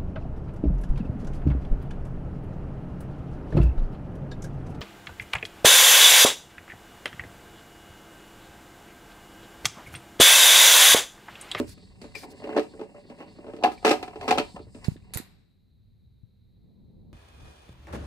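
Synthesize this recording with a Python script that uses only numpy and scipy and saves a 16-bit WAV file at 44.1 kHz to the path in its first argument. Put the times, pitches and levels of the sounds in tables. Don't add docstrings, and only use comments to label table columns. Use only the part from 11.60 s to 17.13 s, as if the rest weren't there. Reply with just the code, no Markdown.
import sys
import numpy as np
from scipy import signal
from scipy.fft import rfft, irfft, next_fast_len
from scipy.io import wavfile
from scipy.ndimage import map_coordinates

SR = 44100
rng = np.random.default_rng(int(sys.argv[2]) if len(sys.argv) > 2 else 0)


def volts_from_db(level):
    exponent = np.asarray(level, float) / 20
    return 10 ** exponent


def transcribe(u):
    v = np.clip(np.atleast_2d(u).T, -1, 1)
    q = np.round(v * 32767).astype(np.int16)
    wavfile.write(sys.argv[1], SR, q)


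N = 243873
FREED_S, LAID_DOWN_S = 2.0, 2.9


def unit(x):
    return x / np.sqrt(np.mean(x ** 2) + 1e-20)


def along(points, hz):
    f, v = np.transpose(points)
    return np.interp(np.log(hz + 1), np.log(f + 1), v)


def curve(rows):
    s, value = np.transpose(rows)
    return np.interp(np.arange(N) / SR, s, value)


def wobble(rate_hz):
    knots = rng.standard_normal(int(N * rate_hz / SR) + 4)
    return map_coordinates(knots, [np.arange(N) * rate_hz / SR])


def filtered(x, response):
    m = next_fast_len(x.shape[-1] + 8192)
    return irfft(rfft(x, m) * response(np.fft.rfftfreq(m, 1 / SR)), m)[..., :x.shape[-1]]


def below(corner_hz, order):
    return lambda hz: 1 / (1 + (hz / corner_hz) ** order)


def coloured(x, spectrum):
    grid_hz = np.fft.rfftfreq(4096, 1 / SR)
    rms = np.sqrt(np.mean(volts_from_db(along(spectrum, grid_hz)) ** 2))
    return filtered(x, lambda hz: volts_from_db(along(spectrum, hz)) / rms)


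def pair(spectrum, alike):
    def mid_side(hz):
        turn = np.arccos(np.clip(along(alike, hz), -1, 1)) / 2
        return volts_from_db(along(spectrum, hz)) * [np.cos(turn), np.sin(turn)]
    mid, side = filtered(rng.standard_normal((2, N)), mid_side)
    return unit(np.array([mid + side, mid - side]))


def add(track, s, sound, pan_db):
    start = round(s * SR)
    start, sound = max(start, 0), sound[..., max(-start, 0):]
    track[:, start:start + sound.shape[-1]] += sound * volts_from_db([[pan_db / 2], [-pan_db / 2]])


def gritty(grit_db, rate_hz):
    return unit(volts_from_db(grit_db * wobble(rate_hz)) * rng.standard_normal(N))


def strokes(rows, rise_db_s, fall_db_s):
    t = np.arange(N) / SR
    s, length, db = np.array(rows)[:, :3].T[:, :, None]
    early, late = np.clip(s - t, 0, None), np.clip(t - s - length, 0, None)
    return volts_from_db(db - rise_db_s * early - fall_db_s * late)


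def until(end_s):
    return np.clip((end_s - np.arange(N) / SR) / .3, 0, 1)


# f/Hz, level/dB, t60/s
LID_MODES = [(248, -6.5, .13), (310, -6, .13), (368, -6, .13), (436, -1, .15), (505, -13, .08),
             (576, 1, .15), (640, -8, .13), (740, -1, .14), (805, -4, .12), (880, -7, .1), (990, -10, .12),
             (1035, -15, .12), (1252, -20, .1), (1320, -23, .08), (1700, -18, .07), (2020, -16, .05),
             (2370, -16, .05), (2690, -12, .05), (2930, -19, .04)]
# t/s, peak level/dB, snap brightness/dB, favoured
# mode f/Hz
CONTACTS = [(-0.003, -13, -23.5, 248), (0.012, -29, -39, 307), (0.028, -36.5, -34, 300),
            (0.177, -47, -10, 252), (0.415, -38.5, -8, 251), (0.441, -35, -13.5, 310),
            (0.551, -42.5, -32, 716), (0.562, -41.5, -33, 432), (0.633, -35.5, -38, 1000),
            (0.798, -40, -21, 436), (0.82, -37.5, -18, 576), (0.84, -29.5, -15.5, 579),
            (0.872, -30, -24, 565), (0.891, -27, -30, 330), (0.925, -27, -22.5, 440),
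            (0.947, -27.5, -27, 333), (0.9635, -13, -33, 367), (0.967, -13.5, -18.5, 570),
            (0.976, -15, -16.5, 282), (0.986, -13, -29, 368), (0.994, -22.5, -11.5, 576),
            (1.0, -27.5, -17, 366), (1.029, -42, -4, 282), (1.135, -38.5, -22, 370), (1.193, -30, -20, 400),
            (1.212, -28, -21, 530), (1.234, -39, -16.5, 570), (1.345, -40, -42, 584), (1.36, -45, -38, 584),
            (1.38, -43, -40, 580), (1.451, -46, -37, 220), (1.499, -36.5, -14.5, 251),
            (1.585, -42.5, -11, 540), (1.625, -35.5, -15.5, 795), (1.68, -43.5, -30, 300),
            (1.603, -34.5, -18, 640), (1.762, -43, -32.5, 242), (1.786, -37, -27, 368),
            (1.843, -35.5, -27, 357), (1.866, -31.5, -21.5, 430), (1.88, -32, -33, 364),
            (1.899, -36, -19, 370), (1.935, -30, -20.5, 340), (1.964, -41.5, -8.5, 290),
            (1.987, -34.5, -22.5, 307),
            (2.026, -21.5, -25.5, 607), (2.0373, -10.5, -17, 847), (2.04, -14.5, -12, 240),
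          (2.044, -12, -18, 745), (2.047, -10, -18, 800), (2.058, -18.5, -14, 800),
          (2.067, -21.5, -16.5, 257.9), (2.075, -23, -25, 799), (2.116, -34.5, -8.5, 360),
          (2.227, -37.5, -14, 700), (2.2477, -10.5, -11.5, 576.6), (2.251, -9.5, -11, 444),
          (2.259, -11, -10.5, 463.4), (2.266, -12, -9.5, 578.5), (2.278, -14, -9, 391),
          (2.286, -16.5, -9, 306.4), (2.293, -16.5, -5.5, 640), (2.3065, -17.5, -9, 491.6),
          (2.3106, -9, -12, 578), (2.315, -10, -10.5, 454.8), (2.328, -18, -10, 631),
          (2.337, -20.5, -12.5, 436), (2.4275, -25, -9, 728), (2.478, -33, -12.5, 436.7),
          (2.531, -40.5, -19, 784), (2.557, -31, -17.5, 384), (2.61, -31, -10, 809),
          (2.628, -29, -16.5, 661), (2.679, -18.5, -12.5, 640), (2.682, -18.5, -11.5, 572.6),
          (2.686, -17, -11, 436), (2.691, -20, -11, 579), (2.698, -22, -10.5, 377.8),
          (2.708, -15, -5.5, 742), (2.7125, -8, -14.5, 742), (2.724, -18, -12, 737),
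          (2.739, -23.5, -16, 736), (2.776, -15, -19, 640), (2.7825, -9, -11, 576),
          (2.797, -15.5, -15.5, 436), (2.961, -31, -23.5, 1210), (2.991, -35.5, -21, 366),
          (3.067, -49.5, -28, 360), (3.146, -35.5, -16, 250), (3.184, -47, -13.5, 299)]
# f/Hz, level/dB per Hz
SNAP_SPECTRUM = [(680, -36.5), (1150, -8.5), (1250, 4.5), (1480, -9.5), (1650, -1), (1860, -8.5),
                 (2640, -0.5), (3110, -10), (4260, -8.5), (6740, -19), (8570, -20), (15600, -35.5)]


def knocks():
    body, snap, sizzle = np.zeros((3, 2, N + SR))
    t = np.arange(SR // 6) / SR
    hz, level_db, t60_s = np.transpose(LID_MODES)[:, :, None]
    low = hz < 680
    for s, db, bright_db, favoured_hz in CONTACTS:
        chance, noise = rng.standard_normal((len(LID_MODES), 2)), rng.standard_normal((4, len(t)))
        hard = db > -26.5
        rattle_s = np.clip((.003 if hard else .008) * volts_from_db(2 * chance[0, 1]), .001, .03)

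        upper_db = -4 if FREED_S < s < LAID_DOWN_S else -17.5
        upper_db += 12.5 * np.log2(favoured_hz / 450)
        near_db = 6 * np.exp(-(np.log(hz / favoured_hz) / .15) ** 2)
        near_db = near_db - 8 * np.clip(np.log2(hz / favoured_hz), 0, 1.3) * low
        near_db = near_db + (hz > 680) * (upper_db + 5)
        near_db = near_db - 3 * low * (favoured_hz > 680)
        high_db = (hz > 1100) * (0.5 + (bright_db + 21.0) * 0.5)

        damping = 1.5 if s > LAID_DOWN_S or hard else 1.35
        mode_db = level_db + near_db + high_db + 2.2 * chance[:, :1] - 60 * t / t60_s * damping
        modes = volts_from_db(mode_db) * np.sin(2 * np.pi * hz * (1 + .006 * chance[:, 1:]) * t)

        rise = 1 - np.exp(-t / (rattle_s * 0.1))
        force = (noise[0] * rise * np.exp(-t / rattle_s * 1.2))[:3000]
        force_at_mode = np.abs(np.exp(2j * np.pi * hz * t[:3000]) @ force)
        modes = modes / force_at_mode[:, None] ** .8
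        ring = signal.fftconvolve(modes.sum(axis=0), force)[:len(t)]
        add(body, s, volts_from_db(db + 2.02) * ring / np.abs(ring).max(), pan_db=0.5)

        fade = volts_from_db(-60 * t / (0.085 + 5 * rattle_s)) + 1.6 * volts_from_db(-60 * t / .015)
        crack = volts_from_db(db + bright_db - 9.0) * rise * fade * (noise[1] + 1.3 * noise[2:])
        add(snap, s, crack, pan_db=3.0)
        add(sizzle, s, crack * volts_from_db(1.2 * min(bright_db + 10, 0)), pan_db=0.0)
    low_part = below(5640, 6)
    bright = filtered(snap[:, :N], low_part) + filtered(sizzle[:, :N], lambda f: 1 - low_part(f))
    return body[:, :N] + coloured(bright, SNAP_SPECTRUM)


def resonances(modes, damping):
    def response(f):
        total = 0
        for k, (mode_hz, db, t60_s) in enumerate(modes):
            gain = (-1) ** k * volts_from_db(db - 10 * np.log2(mode_hz / 300) * (mode_hz < 700))
            loss = 1j * f * damping / t60_s
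            total = total + gain * loss / (mode_hz ** 2 - f * f + loss)
        return total
    return response


# t/s, length/s, drag level/dB, chatter level re drag/dB
DRAGS = [(0, 0.007, -27.5, -23), (0.649, 0.087, -42.5, -21), (0.839, 0.19, -33.5, -17),
         (0.989, 0.029, -39, -19), (1.19, 0.021, -41, -39), (1.494, 0.16, -47, -16.5),
         (1.815, 0.17, -44, -19.5), (2.058, 0.043, -35.5, -19.5), (2.277, 0.084, -31.5, -16.5),
         (2.44, 0.035, -45, -25), (2.63, 0.19, -32.5, -12), (2.95, 0.012, -50.5, -26),
         (3.239, 0.012, -50, 3), (3.559, 0.04, -53, -5)]


def scrape():
    t = np.arange(N) / SR
    pull = strokes(DRAGS, rise_db_s=699, fall_db_s=311.5)
    idle_db = -11 * (t > LAID_DOWN_S) + 3 * wobble(7.0)
    grit = gritty(grit_db=4, rate_hz=120)
    held_db = -8 * (t < FREED_S)
    drag = filtered(grit, resonances(LID_MODES[:7], damping=13))
    drag = drag - filtered(volts_from_db(held_db) * grit, resonances(LID_MODES[7:11], damping=14))
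    chatter = filtered(gritty(grit_db=4, rate_hz=90), resonances(LID_MODES[11:], damping=16))
    drag_gain = pull.sum(axis=0) + volts_from_db(-52.5 + idle_db)
    chatter_gain = volts_from_db(np.array(DRAGS)[:, 3]) @ pull + volts_from_db(-60 + idle_db / 2)
    return volts_from_db(-6.5) * drag_gain * unit(drag) + volts_from_db(-5) * chatter_gain * unit(chatter)


# f/Hz, left lead/rad
PORT_LEAD = [(120, -1.5), (400, 0.06), (2070, 1.5), (2410, 3), (3960, 3), (4740, 8), (6370, 7.5),
             (7490, 11.5), (9650, 18), (10600, 5.5), (12200, -0.5), (12700, 12.5), (14000, 22.5),
             (14800, 18.5), (15300, 24.5)]
# f/Hz, left-right level/dB
PORT_TILT = [(60, -1), (110, -7), (200, -2.5), (380, -1.5), (700, 0.5), (1290, 0.5), (2380, -0.5),
             (4400, -8.5), (8120, -9), (15000, 2.5)]


def at_ports(lid):
    def radiated(hz):
        x = hz / 205
        return (-x ** 2 / (1 + 1.2j * x - x ** 2)) ** 3

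    def ports(hz):
        level = volts_from_db(np.outer([.4, -.4], along(PORT_TILT, hz)))
        return level * np.exp(1j * np.outer([.5, -.5], along(PORT_LEAD, hz)))
    lid = filtered(lid, radiated)
    return lid, filtered(lid, ports)


# t/s, level/dB
HOUSE_LEVEL = [(0, -42), (.2, -61.5), (.45, -53.5), (1.05, -60), (1.56, -62.5), (2.15, -56), (2.5, -56),
               (2.77, -52), (2.94, -55), (3.45, -51.5), (3.9, -66), (4.3, -59.5), (4.88, -60.5),
               (5.53, -54)]
# t/s, level/dB
RECESS_LEVEL = [(0, -56.5), (3.0, -57.5), (3.6, -58), (4.0, -69.5), (4.9, -67.5), (5.1, -58), (5.53, -53.5)]
# t/s, level/dB
SLEEVE_LEVEL = [(0, -61), (.4, -74.5), (.63, -69.5), (1.05, -64.5), (1.35, -73), (2.07, -69), (2.25, -63),
                (2.5, -68.5), (2.85, -61), (3.05, -72.5), (3.2, -63.5), (3.4, -76), (4.0, -88)]
# t/s, length/s, level/dB
SLIDES = [(.13, 0.14, -63.5), (.48, 0.066, -65.5), (.8, 0.082, -63.5), (1.08, 0.018, -69),
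          (1.48, 0.29, -68.5), (2.07, 0.033, -66), (2.2, .1, -64), (2.65, 0.3, -61.5), (3.3, 0.311, -77)]
# f/Hz, level/dB per Hz
RUMBLE_SPECTRUM = [(12, -34), (30, -5.5), (64, -2), (102, 0.5), (200, -14), (260, -19), (440, -120)]
TONE_SPECTRUM = [(100, -29), (170, -2), (199, -3), (259, -13), (420, -19), (637, -30), (1000, -40),
                 (1430, -60), (2420, -120)]
SKIN_SPECTRUM = [(1880, -48.5), (3200, -11.5), (3650, -4), (3960, -3), (4470, 2.5), (5070, -8.5),
                 (5470, -19.5), (6000, -17.5), (7800, -50), (13200, -120)]
SLEEVE_SPECTRUM = [(2940, -26.5), (5000, 1), (5820, -11.5), (6690, -8), (8170, 1), (9980, -12.5),
                   (11500, -27.5), (13700, -21.5), (15600, -24)]
HISS_SPECTRUM = [(410, -44), (700, -14), (777, -12), (1100, -15), (1720, -16), (2310, -13), (2920, -19),
                 (3460, -15), (3940, 2), (5180, -25), (9910, -27), (12200, -20), (15600, -29)]
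# f/Hz, left-right likeness/1
QUIET_ALIKE = [(60, 0.8), (130, 0.43), (290, 0.039), (640, 0.36), (1410, 1), (3100, 0.76), (6820, 1),
               (15000, 0.87)]


def background():
    rumble = unit(volts_from_db(1.5 * wobble(12)) * pair(RUMBLE_SPECTRUM, QUIET_ALIKE))
    rumble = volts_from_db(curve(HOUSE_LEVEL) + 1.5) * rumble
    tone = volts_from_db(curve(RECESS_LEVEL) + 0.3 * wobble(14.0)) * pair(TONE_SPECTRUM, QUIET_ALIKE)
    slide = strokes(SLIDES, rise_db_s=114.5, fall_db_s=114.5).sum(axis=0)
    skin = slide * volts_from_db(3.1 * wobble(31)) * pair(SKIN_SPECTRUM, [(3000, 1.0)])
    sleeve = volts_from_db(curve(SLEEVE_LEVEL) + 2.2 * wobble(30)) * pair(SLEEVE_SPECTRUM, [(3000, 0.47)])
    hiss = volts_from_db(-81) * pair(HISS_SPECTRUM, QUIET_ALIKE)
    return rumble + tone + until(4.0) * (skin + sleeve) + hiss


# t/s, peak level/dB, f/Hz (negative: pull), t60/s, left-right/dB
THUMPS = [(0.0002, -24, 268, 0.059, -7), (2.943, -33.5, 190, 0.041, 4),
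          (3.2825, -15.5, 107.5, 0.01565, -19), (2.6, -37, 92, .015, -4.5), (3.507, -44, 399.5, .01, -1),
          (1.451, -41, 300, .012, -3), (1.936, -31.5, 420, .015, 0), (0.174, -42, 300, .015, 0),
          (3.316, -33.5, 121, 0.02, 24), (3.358, -33, 261, 0.017, -4), (3.484, -46, 60, 0.011, -21),
          (3.547, -34, 52, 0.038, -6.5), (3.558, -32.5, -90, 0.029, -23.5), (3.6, -32.5, 192, 0.013, -15.5),
          (4.631, -41, 105, 0.051, 18.5)]


def thumps():
    track, t = np.zeros((2, N + SR)), np.arange(SR // 2) / SR
    for s, db, pitch_hz, t60_s, pan_db in THUMPS:
        sign, pitch_hz = np.sign(pitch_hz), abs(pitch_hz)
        swing = np.clip(t * pitch_hz / .55, 0, 1)
        decay_db = 60 * np.clip(t - .55 / pitch_hz, 0, None) / max(t60_s, .01)
        onset_cycles = .08 if db > -33 else .5
        onset = 1 - np.exp(-(t * pitch_hz / onset_cycles) ** 2)
        push = volts_from_db(db - 5 * (1 - swing) - decay_db) * onset
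        phase = 2 * np.pi * pitch_hz * t + 2.1 * (1 - np.exp(-t * pitch_hz / .3))
        add(track, s, sign * push * np.sin(phase), pan_db)
    return track[:, :N]


# t/s, peak level/dB, centre f/Hz, fizz t60/s, left-right/dB
TICKS = [(0.417, -46, 4670, 0.39, -5), (0.5525, -37.5, 2226, 0.27, -2), (0.633, -47, 840, .03, 0),
         (0.641, -38, 980, 0.027, 0), (0.973, -30, 1690, .03, -3), (0.984, -27.5, 1755, .03, 0),
         (0.994, -38, 1800, .03, 0), (1.021, -44, 1980, .03, -2), (0.931, -42.5, 1500, .04, 0),
         (0.875, -47, 2160, .08, 0), (2.037, -22.5, 2700, .03, -7), (2.2532, -25, 2700, .03, -5),
         (2.294, -31, 5150, .03, 4), (2.3114, -21, 2700, 0.033, -5), (2.7085, -20, 2385, .02, 6),
         (2.7125, -34, 4150, 0.018, 8), (2.748, -39, 3200, .02, 0), (2.798, -31, 4420, .02, 0),
         (3.2448, -37.5, 4830, 0.28, -3.5), (3.283, -54, 12000, 0.05, -17),
         (3.424, -63.5, 2560, 0.022, 3.5), (0.093, -45, 8650, .02, -6), (3.3653, -52, 1750, 0.18, 4),
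         (3.505, -63, 1940, 0.02, 0), (3.5373, -30.5, 10100, 0.04, -5.5), (3.5404, -33.5, 6900, 0.03, -6.5),
         (3.547, -30.5, 9760, 0.2, -3), (3.5729, -24, 11700, 0.018, -3.5), (3.582, -31.5, 12300, 0.15, -1),
         (3.5825, -43, 1900, 0.72, 2.5), (3.5881, -41.5, 1830, 0.055, 0), (3.6729, -57, 1900, 0.031, 7.5),
         (3.574, -36, 1950, 0.03, -2)]
# f/Hz, level/dB per Hz
FIZZ_SPECTRUM = [(410, -7), (700, -12), (1320, -10), (2280, -7), (3160, -14.5), (3940, -4.5), (6130, -16),
                 (6890, -7.5), (11900, -12.5), (13900, -14.5), (14500, -45)]


def ticks():
    rings, fizz = np.zeros((2, 2, N + SR))
    t = np.arange(SR // 2) / SR
    for s, db, centre_hz, t60_s, pan_db in TICKS:
        noise = rng.standard_normal((4, len(t)))
        late_low = centre_hz < 2200 and s > LAID_DOWN_S
        phase = 2 * np.pi * centre_hz * t + np.cumsum(noise[3]) * 4e-5 * centre_hz
        ring = np.sin(phase) + 0.77 * late_low * np.sin(2.0 * phase)
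        ring = ring * volts_from_db(-60 * t / (0.018 if late_low else 0.03)) * (1 - np.exp(-t / 0.00014))
        add(rings, s, volts_from_db(db + 1) * ring, pan_db)
        hiss = filtered(noise[0] + 2.5 * noise[1:3], below(1.7 * centre_hz + 2000, 6))
        fade = volts_from_db(-60 * t / max(t60_s, .005)) + 3 * volts_from_db(-60 * t / 0.0018)
        add(fizz, s, volts_from_db(db - 16.5) * fade * hiss, pan_db)
    return filtered(rings[:, :N], below(14200, 40)) + coloured(fizz[:, :N], FIZZ_SPECTRUM)


# f/Hz, t60/s
TILES = [(150, 0.28), (600, 0.2), (3000, 0.24), (12000, 0.32)]


def room(x):
    hz, t, z = signal.stft(rng.standard_normal((2, SR // 3)), SR, nperseg=256)
    tail = signal.istft(z * volts_from_db(-60 * t / along(TILES, hz)[:, None]), SR, nperseg=256)[1]
    delayed = np.pad(x, (180, 0))[None]
    return signal.fftconvolve(delayed, tail / np.linalg.norm(tail[0]), axes=1)[:, :N]


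# t/s, length/s, level/dB
BRUSHES = [(0.068, 0.077, -51.5), (0.546, 0.115, -49.5), (0.698, 0.036, -57), (2.11, 0.05, -57),
           (3.24, 0.04, -53.5), (3.268, 0.096, -63.5)]
# f/Hz, level/dB per Hz
CUFF_SPECTRUM = [(880, -35), (1500, -6.5), (3070, -9), (4540, -0.5), (6460, -8.5), (9110, -8), (15600, -17)]


def cuff():
    t, swell = np.arange(N) / SR, 0
    for s, length, db in BRUSHES:
        swell = swell + volts_from_db(db) * np.sin(np.pi * np.clip((t - s) / length, 0, 1)) ** .6
    return swell * volts_from_db(1.2 * wobble(60)) * pair(CUFF_SPECTRUM, [(3000, 0.44)])


# f/Hz, level/dB, t60/s
CLIP_MODES = [(1830, -8, 0.15), (2240, 4, 0.058), (2300, -6, 0.17), (2360, 13, 0.061), (2600, -4.5, .06),
              (4620, -12.5, 0.2), (4883, -3.5, 0.24), (5770, -24, .2), (8200, -7, 0.09)]
# t/s, peak level/dB, left-right/dB
NAIL_FLICKS = [(0.418, -57, 5), (0.549, -28, 9.5), (0.564, -41, 9), (0.613, -52, 4), (0.63, -46, 2),
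               (2.175, -45.5, 1)]


def nail():
    track, t = np.zeros((2, N + SR)), np.arange(SR // 5) / SR
    hz, level_db, t60_s = np.transpose(CLIP_MODES)[:, :, None]
    for s, db, pan_db in NAIL_FLICKS:
        unsteady = 4e-5 * hz * np.cumsum(rng.standard_normal((len(CLIP_MODES), len(t))), axis=1)
        modes = volts_from_db(level_db - 60 * t / t60_s) * np.sin(2 * np.pi * hz * t + unsteady)
        onset = 1 - np.exp(-(t / 0.003) ** 2)
        add(track, s, volts_from_db(db - 12.0) * modes.sum(axis=0) * onset, pan_db)
    return track[:, :N]


def scene():
    lid, lid_at_ports = at_ports(knocks() + until(3.85) * scrape())
    hand = thumps() + ticks() + nail()
    echo = volts_from_db(-10) * room(lid.mean(axis=0) + .35 * hand.mean(axis=0))
    return lid_at_ports + hand + echo + background() + cuff()


def band_limit(x):
    return signal.sosfilt(signal.butter(12, 15770, fs=SR, output="sos"), x)


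def record(dry):
    rounded = dry / (1 + np.abs(dry / .6) ** 3) ** (1 / 3)
    mix = filtered(rounded, below(15700, 200))
    return band_limit(mix)


dry = scene()
out = record(dry)
transcribe(out)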